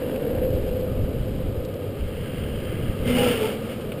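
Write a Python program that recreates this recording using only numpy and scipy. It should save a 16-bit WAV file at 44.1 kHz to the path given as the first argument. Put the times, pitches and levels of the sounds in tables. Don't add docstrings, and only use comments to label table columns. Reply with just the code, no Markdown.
import sys
import numpy as np
from scipy import signal
from scipy.fft import rfft, irfft
from scipy.io import wavfile
from scipy.ndimage import uniform_filter1d

SR = 44100
rng = np.random.default_rng(int(sys.argv[2]) if len(sys.argv) > 2 else 0)


def wrap_up_sound(samples):
    columns = np.atleast_2d(samples).T
    tamed = np.clip(columns, -1, 1)
    steps = np.round(tamed * 32767).astype(np.int16)
    wavfile.write(sys.argv[1], SR, steps)


N = 176400
T = np.arange(N) / SR

# (time [s], level [dB])
RUMBLE_LEVEL = [(0, -33.5), (.3, -30), (.55, -29), (.67, -30.5), (.8, -31.5), (1.05, -29), (1.3, -30.5),
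                (1.46, -30), (1.68, -35), (1.9, -34), (2.05, -35.5), (2.2, -32), (2.4, -30.5), (2.65, -32),
                (2.85, -28), (2.96, -32), (3.1, -26.5), (3.3, -27), (3.4, -38.5), (3.65, -35), (4, -32)]
# (frequency [Hz], relative level [dB])
RUMBLE_TONE = [(40, -20), (75, -14), (100, -2.5), (130, 3.5), (165, 1), (225, -0.5), (265, -1), (325, -5.5),
               (380, -6), (445, -5), (540, -8.5), (650, -15), (900, -33), (2000, -45), (6000, -87)]
# (time [s], level [dB])
HUM_LEVEL = [(0, -31.5), (.45, -30), (.9, -34), (1.15, -35.5), (1.4, -39.5), (1.6, -35.5), (1.85, -33),
             (2.05, -38), (2.3, -37.5), (2.6, -38), (2.9, -39), (3.05, -35.5), (3.25, -25.5), (3.37, -30),
             (3.46, -27.5), (3.57, -34), (3.75, -36), (4, -35.5)]
# (frequency [Hz], width [Hz], relative gain [dB])
WHEEL_MODES = [(436, 46, -5), (492.6, 52, -1.5), (546.7, 56, -3)]
# (time [s], level [dB])
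HISS_LEVEL = [(0, -44.5), (.25, -46), (.55, -45), (1, -47), (1.15, -46), (1.7, -48), (2, -47), (3, -46),
              (3.55, -45), (3.72, -45), (3.85, -45.5), (4, -45.5)]
# (frequency [Hz], relative level [dB])
HISS_TONE = [(300, -39), (650, 2.5), (800, 3.5), (1000, 1.5), (1270, 0), (1420, 1), (1650, 0.5),
             (1950, -3.5), (2250, -0.5), (2480, -1.5), (2850, 1.5), (3250, -0.5), (3550, -8), (3850, -6),
             (4300, -10), (4900, -8.5), (5300, -14), (5700, -20)]
# (time [s], level [dB])
SING_LEVEL = [(0, -32), (.15, -30), (.3, -30.5), (.38, -29.5), (.43, -24.5), (.52, -25.5), (.59, -31.5),
              (.65, -40), (.72, -29.5), (.79, -28.5), (.86, -29.5), (.93, -49), (1.2, -40), (1.5, -37),
              (1.85, -41), (2, -52), (3, -41), (3.18, -26.5), (3.25, -26.5), (3.32, -54), (4, -65)]
# (time [s], level [dB])
DRONE_LEVEL = [(0, -39), (.6, -52), (.8, -35), (1.03, -31), (1.15, -32.5), (1.6, -34.5), (1.9, -34.5),
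               (2.1, -39.5), (2.8, -35), (3.05, -36), (3.4, -36.5), (4, -51)]
# (time [s], level [dB])
WHIRR_LEVEL = [(0, -57), (.7, -71), (.9, -51), (1.3, -67), (1.55, -54), (1.9, -55), (2.1, -59), (2.5, -59),
               (3, -49.5), (4, -53)]

# (time [s], level [dB])
SCRUB_LEVEL = [(0, -84), (1.9, -60), (2.15, -47.5), (2.3, -45), (2.45, -46), (2.65, -44.5), (2.85, -45),
               (3.03, -48.5), (3.15, -55), (4, -73)]
# (frequency [Hz], width [Hz], relative gain [dB])
CARVE_MODES = [(1260, 130, -1), (1626, 94, 2.5), (2125, 230, -0.5), (2746, 230, 1.5), (3150, 390, 0.5),
               (4900, 330, -11.5)]
# (time [s], level [dB])
SCRAPE_LEVEL = [(2.9, -75), (3.03, -45), (3.08, -31.5), (3.13, -32.5), (3.18, -29), (3.27, -28),
                (3.33, -29.5), (3.39, -33.5), (3.47, -31.5), (3.53, -37), (3.62, -50.5), (3.72, -41),
                (3.82, -58), (4, -66)]
# (frequency [Hz], relative level [dB])
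SCRAPE_TONE = [(150, -19), (330, -7), (550, 6), (830, 2.5), (1100, -1.5), (1330, 5), (1520, 0), (1720, 2.5),
               (1920, -2), (2170, 5), (2480, 2.5), (2920, 7), (3300, 2), (3550, -3), (4000, -12.5),
               (4350, -10), (4850, -7.5), (5400, -12.5), (6000, -20)]
# (frequency [Hz], relative level [dB])
SHAKE_TONE = [(60, -17), (118, 4), (160, -10.5), (205, -0.5), (270, 4), (320, -24), (600, -43), (3000, -80)]
# (time [s], rate [Hz], fundamental level [dB], octave level [dB])
CHATTER_TRACK = [(3.04, 245.6, -50, -41), (3.09, 243.7, -23, -35), (3.16, 245.3, -20, -30),
                 (3.2, 249.6, -37, -26), (3.247, 245.3, -24.5, -20.5), (3.285, 242.4, -23, -21),
                 (3.319, 242.9, -33, -24.5), (3.379, 222.6, -44, -31), (3.42, 214.6, -33, -21.5),
                 (3.46, 214.5, -29.5, -24.5), (3.5, 212.6, -30.5, -30), (3.6, 219, -35, -44),
                 (3.8, 220, -42, -48), (3.98, 213.5, -47, -55)]
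# (centre time [s], half-length [s], pitch [Hz], level [dB])
WHEEL_SQUEALS = [(3.107, 0.08, 2087, -33.5), (3.212, 0.06, 814, -31.5), (3.19, 0.079, 2907, -31.5),
                 (3.286, 0.11, 1347, -36.5), (3.301, 0.17, 2730, -39), (3.455, 0.034, 885, -36.5)]

# (time [s], level [dB])
RATTLE_LEVEL = [(0, -34), (.17, -32.5), (.32, -32), (.45, -39), (.6, -50), (1, -80)]
# (frequency [Hz], width [Hz], relative gain [dB])
HARDWARE_MODES = [(279, 74, -2.5), (680, 280, -16.5), (1580, 160, -22.5), (2270, 390, -33),
                  (2750, 120, -26)]
# (time [s], relative level [dB])
TRUCK_KNOCKS = [(.16, -26), (.229, -31), (.298, -37), (2.008, -28), (2.335, -31), (2.437, -24),
                (3.918, -18.5)]
# (frequency [Hz], width [Hz], relative gain [dB])
TRUCK_MODES = [(1430, 420, -12), (2350, 310, -8), (2980, 310, -3.5)]
# (time [s], relative level [dB])
GRIT_CRACKS = [(.16, -44), (.81, -42), (1.65, -37.5), (1.741, -41)]
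# (time [s], relative level [dB])
WIND_LEVEL = [(0.0, -44), (0.31, -38), (0.37, -27.5), (0.42, -31.5), (0.56, -25), (0.58, -29.5),
              (0.72, -29.5), (0.77, -37.5), (1.08, -24), (1.11, -38), (1.22, -24.5), (1.26, -39),
              (1.37, -27), (1.4, -37), (1.46, -26.5), (1.55, -38), (1.6, -29), (1.7, -44), (1.96, -45),
              (2.03, -23), (2.1, -38.5), (2.21, -31.5), (2.24, -43), (2.37, -36), (2.41, -31),
              (2.49, -33.5), (2.55, -31.5), (2.62, -38), (2.87, -33.5), (2.9, -23), (2.96, -54),
              (3.01, -28.5), (3.45, -46.5), (3.84, -47), (3.87, -39), (4.0, -54)]
# (frequency [Hz], relative level [dB])
WIND_TONE = [(15, 0), (28, -0.5), (55, 3), (85, 0.5), (130, -7), (220, -26.5), (500, -54), (3000, -95)]


def from_db(db):
    return 10 ** (np.asarray(db) / 20)


def rms_one(x):
    return x / np.sqrt(np.mean(x ** 2) + 1e-20)


def level(rows):
    return from_db(np.interp(T, *np.transpose(rows)))


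def drift(rate_hz):
    step, settle = 40, 2000
    pole = np.exp(-2 * np.pi * rate_hz * step / SR)
    noise = rng.standard_normal(N // step + settle + 2)
    slow = signal.lfilter([1], [1, -2 * pole, pole * pole], noise)[settle:]
    return np.interp(np.arange(N) / step, np.arange(len(slow)), rms_one(slow))


def coloured(x, spectrum):
    hz, db = np.transpose(spectrum)
    bins = np.maximum(np.fft.rfftfreq(N, 1 / SR), 1)
    gain = from_db(np.interp(np.log(bins), np.log(hz), db))
    return rms_one(irfft(rfft(x) * gain, N))


def steadied(x, span_s):
    return x / np.sqrt(uniform_filter1d(x ** 2, int(span_s * SR)) + 1e-9)


def resonate(x, hz, width_hz):
    r = np.exp(-np.pi * width_hz / SR)
    feedback = [1, -2 * r * np.cos(2 * np.pi * hz / SR), r * r]
    return signal.lfilter(np.array([1, 0, -1]) * (1 - r * r) / 2, feedback, x + 1e-18)


def body(x, modes):
    return sum((-1) ** k * from_db(db) * resonate(x, hz, width) for k, (hz, width, db) in enumerate(modes))


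def note(hz, width_hz, span_s):
    ring = resonate(rng.standard_normal(N), hz, width_hz)
    return steadied(resonate(ring, hz, 3 * width_hz), span_s)


def softened(x, hz):
    return signal.sosfilt(signal.butter(4, hz, fs=SR, output="sos"), x)


def grains(per_s, spread_db):
    sizes = from_db(spread_db * np.minimum(rng.exponential(1, N), 6)) * rng.choice([-1, 1], N)
    return sizes * (rng.random(N) < per_s / SR)


def bursts(rows, decay_s):
    envelope = sum(from_db(db) * (T >= s) * np.exp(-np.abs(T - s) / decay_s) for s, db in rows)
    return envelope * rng.standard_normal(N)


def rolling():
    rumble = steadied(coloured(rng.standard_normal(N), RUMBLE_TONE), span_s=0.079)
    rings = sum(from_db(db) * resonate(rng.standard_normal(N), hz, width) for hz, width, db in WHEEL_MODES)
    hum = steadied(coloured(rings, [(200, 1), (400, -2), (600, -7), (800, -13), (4000, -68)]), span_s=0.1)
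    hiss = coloured(grains(per_s=5000, spread_db=0), HISS_TONE)
    flutter = from_db(0.52 * drift(rate_hz=21))
    return level(RUMBLE_LEVEL) * rumble + level(HUM_LEVEL) * hum + level(HISS_LEVEL) * hiss * flutter


def slide_scrape():
    slips = grains(per_s=4000, spread_db=1) * from_db(0.84 * drift(rate_hz=32))
    shaking = steadied(coloured(rng.standard_normal(N), SHAKE_TONE), span_s=0.06)
    return level(SCRAPE_LEVEL) * (coloured(slips, SCRAPE_TONE) + shaking)


def slide_chatter():
    times, hz, *partial_dbs = np.transpose(CHATTER_TRACK)
    slip_hz = np.interp(T, times, hz) * (1 + 0.012 * drift(rate_hz=58))
    phase = 2 * np.pi * np.cumsum(slip_hz) / SR
    out = np.zeros(N)
    for harmonic, db in enumerate(partial_dbs, start=1):
        envelope = np.interp(T, times, from_db(db), left=0, right=0)
        flutter = from_db(2 * drift(rate_hz=32))
        out += envelope * flutter * np.sin(harmonic * phase)
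    return out


def slide_squeals():
    out = np.zeros(N)
    for centre_s, half_s, hz, db in WHEEL_SQUEALS:
        swell = np.cos(np.pi / 2 * np.clip((T - centre_s) / half_s, -1, 1)) ** 2
        gain = from_db(db + 2.5 * drift(rate_hz=35))
        pitch_hz = hz * (1 + 0.012 * drift(rate_hz=98.6))
        out += gain * swell * np.sin(2 * np.pi * np.cumsum(pitch_hz) / SR)
    return out


def ringing():
    wheels = level(SING_LEVEL) * note(hz=514, width_hz=20, span_s=0.056)
    board = level(DRONE_LEVEL) * note(hz=98.3, width_hz=7, span_s=0.19)
    bearings = level(WHIRR_LEVEL) * note(hz=1238, width_hz=85, span_s=0.15)
    return wheels + board + bearings


def carve_scrub():
    rings = body(grains(per_s=2500, spread_db=2), CARVE_MODES)
    return level(SCRUB_LEVEL) * coloured(rings, [(3250, 0.5), (3700, -19), (4800, -3.5), (5800, 3)])


def board_rattle():
    rings = body(grains(per_s=260, spread_db=3.2), HARDWARE_MODES)
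    return level(RATTLE_LEVEL) * rms_one(softened(rings, hz=3400))


def truck_knocks():
    rings = body(bursts(TRUCK_KNOCKS, decay_s=0.006), TRUCK_MODES)
    return from_db(7.5) * softened(rings, hz=3700)


def grit_cracks():
    cracks = resonate(bursts(GRIT_CRACKS, decay_s=0.004), hz=4520, width_hz=1600)
    return from_db(8.5) * softened(cracks, hz=5200)


def wind():
    buffeting = steadied(coloured(rng.standard_normal(N), WIND_TONE), span_s=0.063)
    return from_db(2) * level(WIND_LEVEL) * buffeting


def scene():
    ride = wind() + rolling() + ringing() + board_rattle() + carve_scrub()
    slide = slide_scrape() + slide_chatter() + slide_squeals()
    return (ride + slide + truck_knocks() + grit_cracks())[None]


def record(dry):
    hold_hz, cutoff_hz = 12000, 15350
    coarse = signal.resample_poly(dry, hold_hz, SR, axis=1)
    held = np.repeat(coarse, 4, axis=1)
    gritty = signal.resample_poly(held, SR, 4 * hold_hz, axis=1)[:, :N]
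    top_cut = signal.ellip(12, 0.2, 80, cutoff_hz, fs=SR, output="sos")
    return signal.sosfilt(top_cut, gritty)


dry = scene()
out = record(dry)
wrap_up_sound(out)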